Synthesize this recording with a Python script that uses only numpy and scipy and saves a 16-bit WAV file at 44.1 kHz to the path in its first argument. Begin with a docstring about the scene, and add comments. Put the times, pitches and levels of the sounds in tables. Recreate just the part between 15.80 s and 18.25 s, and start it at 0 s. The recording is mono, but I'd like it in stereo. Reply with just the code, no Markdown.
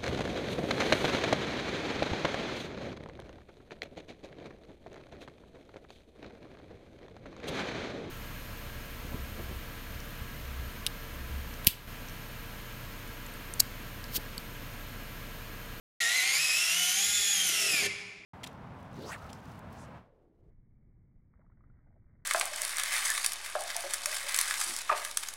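"""A reverberant hall: a battery strapping tool tensions plastic strap round a plywood crate.
Its motor speeds up, then sags under load: a 17-tooth pinion whines, the gear train buzzes and
rattles, the juddering strap groans on the crate. Soft handling bumps sit over a low rumble.
The motor stalls with a clunk, a ping and a metallic ring; the hall rings on."""
import sys
import numpy as np
from scipy import signal
from scipy.fft import rfft, irfft, next_fast_len
from scipy.io import wavfile
from scipy.ndimage import map_coordinates

SR = 44100
rng = np.random.default_rng(int(sys.argv[2]) if len(sys.argv) > 2 else 0)


def wav_out(sig):
    """Save sig, one row per channel (or a flat mono array), as 16-bit PCM at SR to the path in sys.argv[1]."""
    wavfile.write(sys.argv[1], SR, np.round(np.clip(np.atleast_2d(sig).T, -1, 1) * 32767).astype(np.int16))


N = 108045
START_S, STOP_S = .203, 2.067

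# Hall decay (frequency [Hz], T60 [s])
HALL_T60 = [(100, 1.64), (400, 1.86), (1200, 1.53), (2300, 1.25), (4500, 1.09), (8000, 0.78), (13000, 0.59)]
# Hall tail (frequency [Hz], gain [dB])
HALL_GAIN = [(100, 1), (400, -11.5), (1000, -0.5), (1700, -9), (2300, -6), (3200, -7), (6000, -8.5),
             (11000, -12.5), (14000, -35)]
# Early wall reflections, side signal (frequency [Hz], gain [dB])
REFLECTION_GAIN = [(50, -16), (400, -13), (1500, -22), (3000, -15), (7000, -20.5), (8600, -8.5),
                   (10000, -33)]
# Hall rumble (frequency [Hz], relative density [dB])
RUMBLE_SPECTRUM = [(20, -8), (60, -10), (100, 3), (170, 7), (300, 5), (1000, -18), (8000, -50),
                   (14000, -69)]
# Handling bumps (time [s], half length [s], level [dB])
BUMP_EVENTS = [(1.18, .015, -63), (1.292, .025, -52.5), (1.36, 0.027, -52), (1.41, 0.025, -59),
               (1.582, 0.013, -53), (1.672, .025, -54), (1.747, 0.017, -59), (2.391, .018, -62)]
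# Bump noise (frequency [Hz], relative density [dB])
HANDLING_SPECTRUM = [(20, -5), (45, 1), (100, 3), (160, -2), (300, -27), (1500, -100)]
# Strap groan (time [s], relative level [dB])
GROAN_LEVEL = [(1.68,-55),(1.78,-49.5),(1.93,-45),(2.01,-44.5),(2.07,-41)]
# Plywood resonances (frequency [Hz], relative gain [dB])
CRATE_GAIN = [(20,-51),(50,-34),(100,-13.5),(170,-8.5),(240,-14.5),(330,-1.5),(365,-6.5),(405,4.5),(460,-8),(510,-10.5),(640,-6),(760,-13.5),(900,-22),(1500,-62)]
# Stall impacts (time [s], gain [dB])
STALL_HITS = [(2.035, -39), (2.06, -35)]
# Crate and tool modes (frequency [Hz], relative level [dB], T60 [s])
STALL_MODES = [(102, -16.5, 0.29), (190, -15.5, .3), (332.2, -12, 0.18), (404, 1.5, 0.11), (580, -11, 0.13),
               (1776, 6, 0.052), (2290, -2, 0.059)]
# Rotor hum (time [s], relative level [dB])
HUM_LEVEL = [(.21,-72),(.48,-80),(.6,-57.5),(.68,-80),(.88,-73),(.95,-57),(1.18,-60),(1.45,-68.5),(1.58,-60),(1.67,-54.5),(1.75,-66),(2.06,-68)]
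# Shaft lines (multiple of shaft rate)
SHAFT_MULTIPLES = [2, 3, 4, 5, 6, 7, 8, 9, 10, 11, 12, 15, 16, 18, 19, 21, 26, 33, 35, 37]
# Shaft lines (relative level [dB])
SHAFT_LEVELS = [-58, -59, -60, -59, -54, -55, -48.5, -52, -55, -59.5, -56, -61, -54.5, -50, -49, -56, -51,
                -61, -46.5, -47]
# Second-stage lines (multiple of its mesh rate)
STAGE2_MULTIPLES = [1, 1.5, 2, 2.5, 3, 3.5]
# Second-stage lines (relative level [dB])
STAGE2_LEVELS = [-54, -55, -53.5, -53.5, -49.5, -61]
# Gearbox radiation (frequency [Hz], gain [dB])
GEARBOX_GAIN = [(240,-12.5),(330,-20.5),(400,-3),(480,-13.5),(620,-7.5),(710,-2),(810,-4.5),(900,-22.5),(1080,-6),(1220,-10),(1430,0),(1560,-6.5),(1720,-1),(2200,4),(3000,2.5),(4000,-3),(6500,3)]
# Housing resonances (frequency [Hz], gain [dB])
HOUSING_GAIN = [(3300,-4),(4000,0),(4400,-2),(5300,2.5),(6100,-4),(6650,1.5),(7000,-1),(7350,-3),(7800,-2.5),(8850,-4),(9300,1.5),(9700,-1),(10350,2.5),(11000,-2.5),(11600,-5.5),(12200,7),(12600,-7),(13000,2.5),(13400,-4),(13750,5),(14300,-9.5)]
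# Gear noise (frequency [Hz], relative density [dB])
GEAR_SPECTRUM = [(59, -20), (100, -19.5), (183, -20), (283, -20), (403, -13.5), (517, -22.5), (692, -15),
                 (888, -26), (2000, -3.5), (2510, -1.5), (4400, -7.5), (6810, -5), (7720, 0), (10500, -0.5),
                 (14400, -14)]
# Rattle's share of gear noise (frequency [Hz], share [dB])
RATTLE_SHARE = [(100, -5.5), (400, -4), (900, -4), (1500, -3), (2200, 0), (3200, 2)]
# Relative rattle levels (time [s], mids [dB], presence [dB], treble [dB])
RATTLE_LEVELS = [(0.22, -29.5, -31.5, -34), (0.51, -30.5, -34, -36), (0.54, -31, -32, -34),
                 (0.938, -31, -32.5, -31.5), (1.366, -33.5, -30, -31.5), (1.468, -33, -32.5, -32),
                 (1.662, -32, -32.5, -31.5), (1.936, -31.5, -33.5, -32), (2.05, -29.5, -34, -37)]
# Rattle band offsets (mids [dB], presence [dB], treble [dB])
RATTLE_OFFSETS = [-6, -3, -6]
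# Tooth scuffing (multiple of tooth rate, relative level [dB], width [Hz])
SCUFF_BANDS = [(2.04, -43, 440), (3.05, -41, 180), (4.04, -42.5, 210), (5.03, -44.5, 240),
               (6.05, -46.5, 350)]
# Scuffing envelope (time [s], gain [dB])
SCUFF_LEVEL = [(.21,-1.5),(.36,0),(.45,1),(.55,4.5),(.66,1.5),(.85,0.5),(1.05,1.5),(1.35,-1),(1.52,-3.5),(1.68,4),(1.78,0),(1.93,2),(2.05,-1)]
# Scuffing roll-off (frequency [Hz], gain [dB])
SCUFF_ROLLOFF = [(9000, 0), (14000, -8)]
# Pinion harmonics (multiple of tooth rate, clean share [dB], skirt share [dB], skirt width [Hz])
PINION_HARMONICS = [(1, -.5, -9, 130), (2, -1, -3, 170)]
# Relative whine levels (time [s], tooth tone [dB], octave [dB])
PINION_LEVELS = [(.21,-34,-43),(.4,-32,-40),(.53,-33.5,-55),(.62,-35,-41.5),(.73,-33.5,-39.5),(.88,-36.5,-39),(1.08,-37,-41),(1.28,-42.5,-36.5),(1.45,-37,-34),(1.56,-37,-32),(1.67,-39,-41.5),(1.83,-37,-41),(1.97,-34,-40.5),(2.04,-40.5,-57)]
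# Pinion speed (time [s], tooth rate [Hz])
TOOTH_RATE = [(0.21, 1936), (0.25, 1832), (0.29, 1924), (0.33, 1956), (0.37, 2080), (0.41, 1984),
              (0.45, 2117), (0.5, 2131), (0.57, 2324), (0.61, 2572), (0.73, 2519), (0.81, 2701),
              (0.91, 2762), (0.99, 2971), (1.13, 3052), (1.25, 3416), (1.37, 3482), (1.45, 3372),
              (1.52, 3392), (1.59, 3200), (1.65, 3145), (1.71, 2902), (1.77, 2760), (1.87, 2665),
              (2.0, 2296), (2.05, 2081), (2.06, 2076)]


def amp(db):
    return 10 ** (np.asarray(db) / 20)


def unit_rms(x):
    return x / np.sqrt(np.mean(np.abs(x) ** 2) + 1e-20)


def along(points, hz):
    """Interpolate (frequency [Hz], value) on a log axis."""
    f, v = np.transpose(points)
    return np.interp(np.log(hz + 1), np.log(f + 1), v)


def clock():
    return np.arange(N) / SR


def curves(rows):
    """One per-sample curve for each column after time."""
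    times_s, *columns = np.transpose(rows)
    return [np.interp(clock(), times_s, column) for column in columns]


def wobble(rate_hz):
    """Smooth random curve, rate_hz knots a second."""
    return map_coordinates(rng.standard_normal(N // 8), [clock() * rate_hz], mode="wrap")


def filtered(x, response):
    """Zero-phase filter of gain response(hz)."""
    size = next_fast_len(N + SR // 2)
    return irfft(rfft(x, size) * response(np.fft.rfftfreq(size, 1 / SR)), size)[..., :N]


def shaped(x, *tables):
    """Filter by the sum of (frequency [Hz], gain [dB]) tables."""
    return filtered(x, lambda hz: amp(sum(along(table, hz) for table in tables)))


def noise(spectrum):
    """Coloured noise, rms 1."""
    return unit_rms(shaped(rng.standard_normal(N), spectrum))


def tone(turns):
    """Sine, rms 1, random start phase."""
    return np.sqrt(2) * np.sin(2 * np.pi * (turns + rng.random()))


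def narrow_noise(turns, width_hz):
    """Noise band riding on a pitch, rms 1."""
    a, b = filtered(rng.standard_normal((2, N)), lambda hz: 1 / (1 + (hz / width_hz) ** 2))
    return unit_rms(a * np.cos(2 * np.pi * turns) + b * np.sin(2 * np.pi * turns))


def onset(attack_s=.004):
    return np.clip((clock() - START_S) / attack_s, 0, 1)


def rumble(level_db=-72):
    """Low hall noise, entering as the motor starts."""
    return amp(level_db) * onset() * noise(RUMBLE_SPECTRUM)


def hall(x, side_db=-14):
    """Diffuse stereo tail; each frequency decays at its own rate."""
    hz, t, spectra = signal.stft(rng.standard_normal((2, SR)), SR, nperseg=256)
    t60_s = along(HALL_T60, hz)[:, None]
    decay = amp(along(HALL_GAIN, hz)[:, None] - 60 * t / t60_s)
    energy_norm = np.sqrt(2 * np.log(1000) / (t60_s * SR))
    impulses = signal.istft(spectra * decay * energy_norm, SR, nperseg=256)[1]
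    mid, side = signal.fftconvolve(x[None], impulses, axes=1)[:, :N]
    return np.array([mid + amp(side_db) * side, mid - amp(side_db) * side])


def early_reflections(x, t60_s=.027):
    """Short early echoes off the walls differ left and right."""
    t = np.arange(SR // 20) / SR
    impulse = rng.standard_normal(len(t)) * amp(-60 * t / t60_s)
    echoes = signal.fftconvolve(x, impulse / np.linalg.norm(impulse))[:N]
    side = shaped(echoes, REFLECTION_GAIN)
    return np.array([side, -side])


def handling_bumps():
    """Soft swells of low noise from handling."""
    swell = sum(amp(db) * np.exp(-((clock() - at_s) / half_s) ** 2) for at_s, half_s, db in BUMP_EVENTS)
    return swell * noise(HANDLING_SPECTRUM)


def metallic_ring(hz=2300, width_hz=210, level_db=-45, rise_s=.024, t60_s=2.35):
    """A narrow noise band lingers after the stall."""
    t = np.maximum(clock() - STOP_S, 0)
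    envelope = np.minimum(t / rise_s, 1) * amp(level_db - 60 * t / t60_s)
    return envelope * narrow_noise(hz * clock(), width_hz)


def ping(at_s=2.108, half_s=.014, hz=2086, level_db=-39):
    """One brief tone just after the stall."""
    return amp(level_db) * np.exp(-((clock() - at_s) / half_s) ** 2) * tone(hz * clock())


def stall(crack_gain_db=2, crack_t60_s=.016, rise_s=.003):
    """The drive locks with a clunk that rings crate and tool."""
    clunk = np.zeros(N)
    for at_s, hit_db in STALL_HITS:
        t = np.maximum(clock() - at_s, 0)
        modes = sum(amp(db - 60 * t / t60_s) * tone(hz * t) for hz, db, t60_s in STALL_MODES)
        crack = (t > 0) * amp(crack_gain_db - 60 * t / crack_t60_s) * noise(GEAR_SPECTRUM)
        clunk += amp(hit_db) * (modes * (1 - np.exp(-t / rise_s)) + crack)
    return clunk


def strap(gain_db=-1, judder_db=4.5, fade_s=.15):
    """The tightening strap judders and shakes the plywood."""
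    level_db, = curves(GROAN_LEVEL)
    grip = np.clip((clock() - GROAN_LEVEL[0][0]) / fade_s + 1, 0, 1)
    slips = rng.standard_normal(N) * amp(judder_db * wobble(90))
    return grip * amp(level_db + gain_db) * unit_rms(shaped(slips, CRATE_GAIN))


def rotor_hum(shaft_turns, gain_db=1):
    """The rotor hums at shaft rate."""
    level_db, = curves(HUM_LEVEL)
    return amp(level_db + gain_db) * tone(shaft_turns)


def gear_train(shaft_turns, stage2_ratio=4.137, waver_db=2.5):
    """Wavering shaft and second-stage lines sweep through the gearbox resonances."""
    lines = list(zip(SHAFT_MULTIPLES, SHAFT_LEVELS))
    lines += [(k * stage2_ratio, db) for k, db in zip(STAGE2_MULTIPLES, STAGE2_LEVELS)]
    buzz = sum(amp(db + waver_db * wobble(14.15)) * tone(k * shaft_turns) for k, db in lines)
    return shaped(buzz, GEARBOX_GAIN)


def rattle(tooth_turns, depth=.73, edges_hz=(0, 3600, 7500, SR)):
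    """Tooth impacts shake the housing: noise pulsed once a tooth, in three bands."""
    def colour(hz):
        return amp(along(GEAR_SPECTRUM, hz) + along(RATTLE_SHARE, hz) + along(HOUSING_GAIN, hz))

    hits = rng.standard_normal(N) * (1 + depth * np.cos(2 * np.pi * tooth_turns))
    bands = [unit_rms(filtered(hits, lambda hz: colour(hz) * (hz >= low_hz) * (hz < high_hz)))
             for low_hz, high_hz in zip(edges_hz, edges_hz[1:])]
    return sum(amp(level_db + offset_db) * band
               for level_db, offset_db, band in zip(curves(RATTLE_LEVELS), RATTLE_OFFSETS, bands))


def pinion(tooth_turns, waver_db=2.04):
    """Meshing teeth: tone and octave in rough skirts, plus scuffing coloured by the housing."""
    whine = np.zeros(N)
    for level_db, (k, clean_db, skirt_db, width_hz) in zip(curves(PINION_LEVELS), PINION_HARMONICS):
        turns = round(k) * tooth_turns
        clean = amp(clean_db + waver_db * wobble(45.2)) * tone(turns)
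        skirt = amp(skirt_db) * narrow_noise(turns, width_hz)
        whine += amp(level_db) * (clean + skirt)
    scuff_db, = curves(SCUFF_LEVEL)
    scuff = sum(amp(db) * narrow_noise(k * tooth_turns, width_hz) for k, db, width_hz in SCUFF_BANDS)
    return whine + shaped(amp(scuff_db) * scuff, HOUSING_GAIN, SCUFF_ROLLOFF)


def motor(teeth=17, jitter=.00181, swing_depth=.11, flutter_db=.5):
    """One speed drives all gears; tooth load swings once a turn and flutters."""
    tooth_hz, = curves(TOOTH_RATE)
    tooth_turns = np.cumsum(tooth_hz * (1 + jitter * wobble(120))) / SR
    shaft_turns = tooth_turns / teeth
    swing = 1 + swing_depth * np.cos(2 * np.pi * shaft_turns)
    load = unit_rms(swing * amp(flutter_db * wobble(350)))
    mesh = load * (pinion(tooth_turns) + rattle(tooth_turns))
    return mesh + gear_train(shaft_turns) + rotor_hum(shaft_turns)


def scene(release_s=.006, balance_db=(-.15, .15)):
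    """Tool, low noises and reflections, in stereo."""
    running = onset() * np.exp(-np.maximum(clock() - STOP_S, 0) / release_s)
    tool = running * (motor() + strap()) + stall() + metallic_ring() + ping()
    direct = tool + handling_bumps() + rumble()
    return (direct + hall(tool) + early_reflections(direct)) * amp(balance_db)[:, None]


def record(dry, cutoff_hz=14450):
    """Steep low-pass."""
    return filtered(dry, lambda hz: 1 / (1 + (hz / cutoff_hz) ** 200))


dry = scene()
out = record(dry)
wav_out(out)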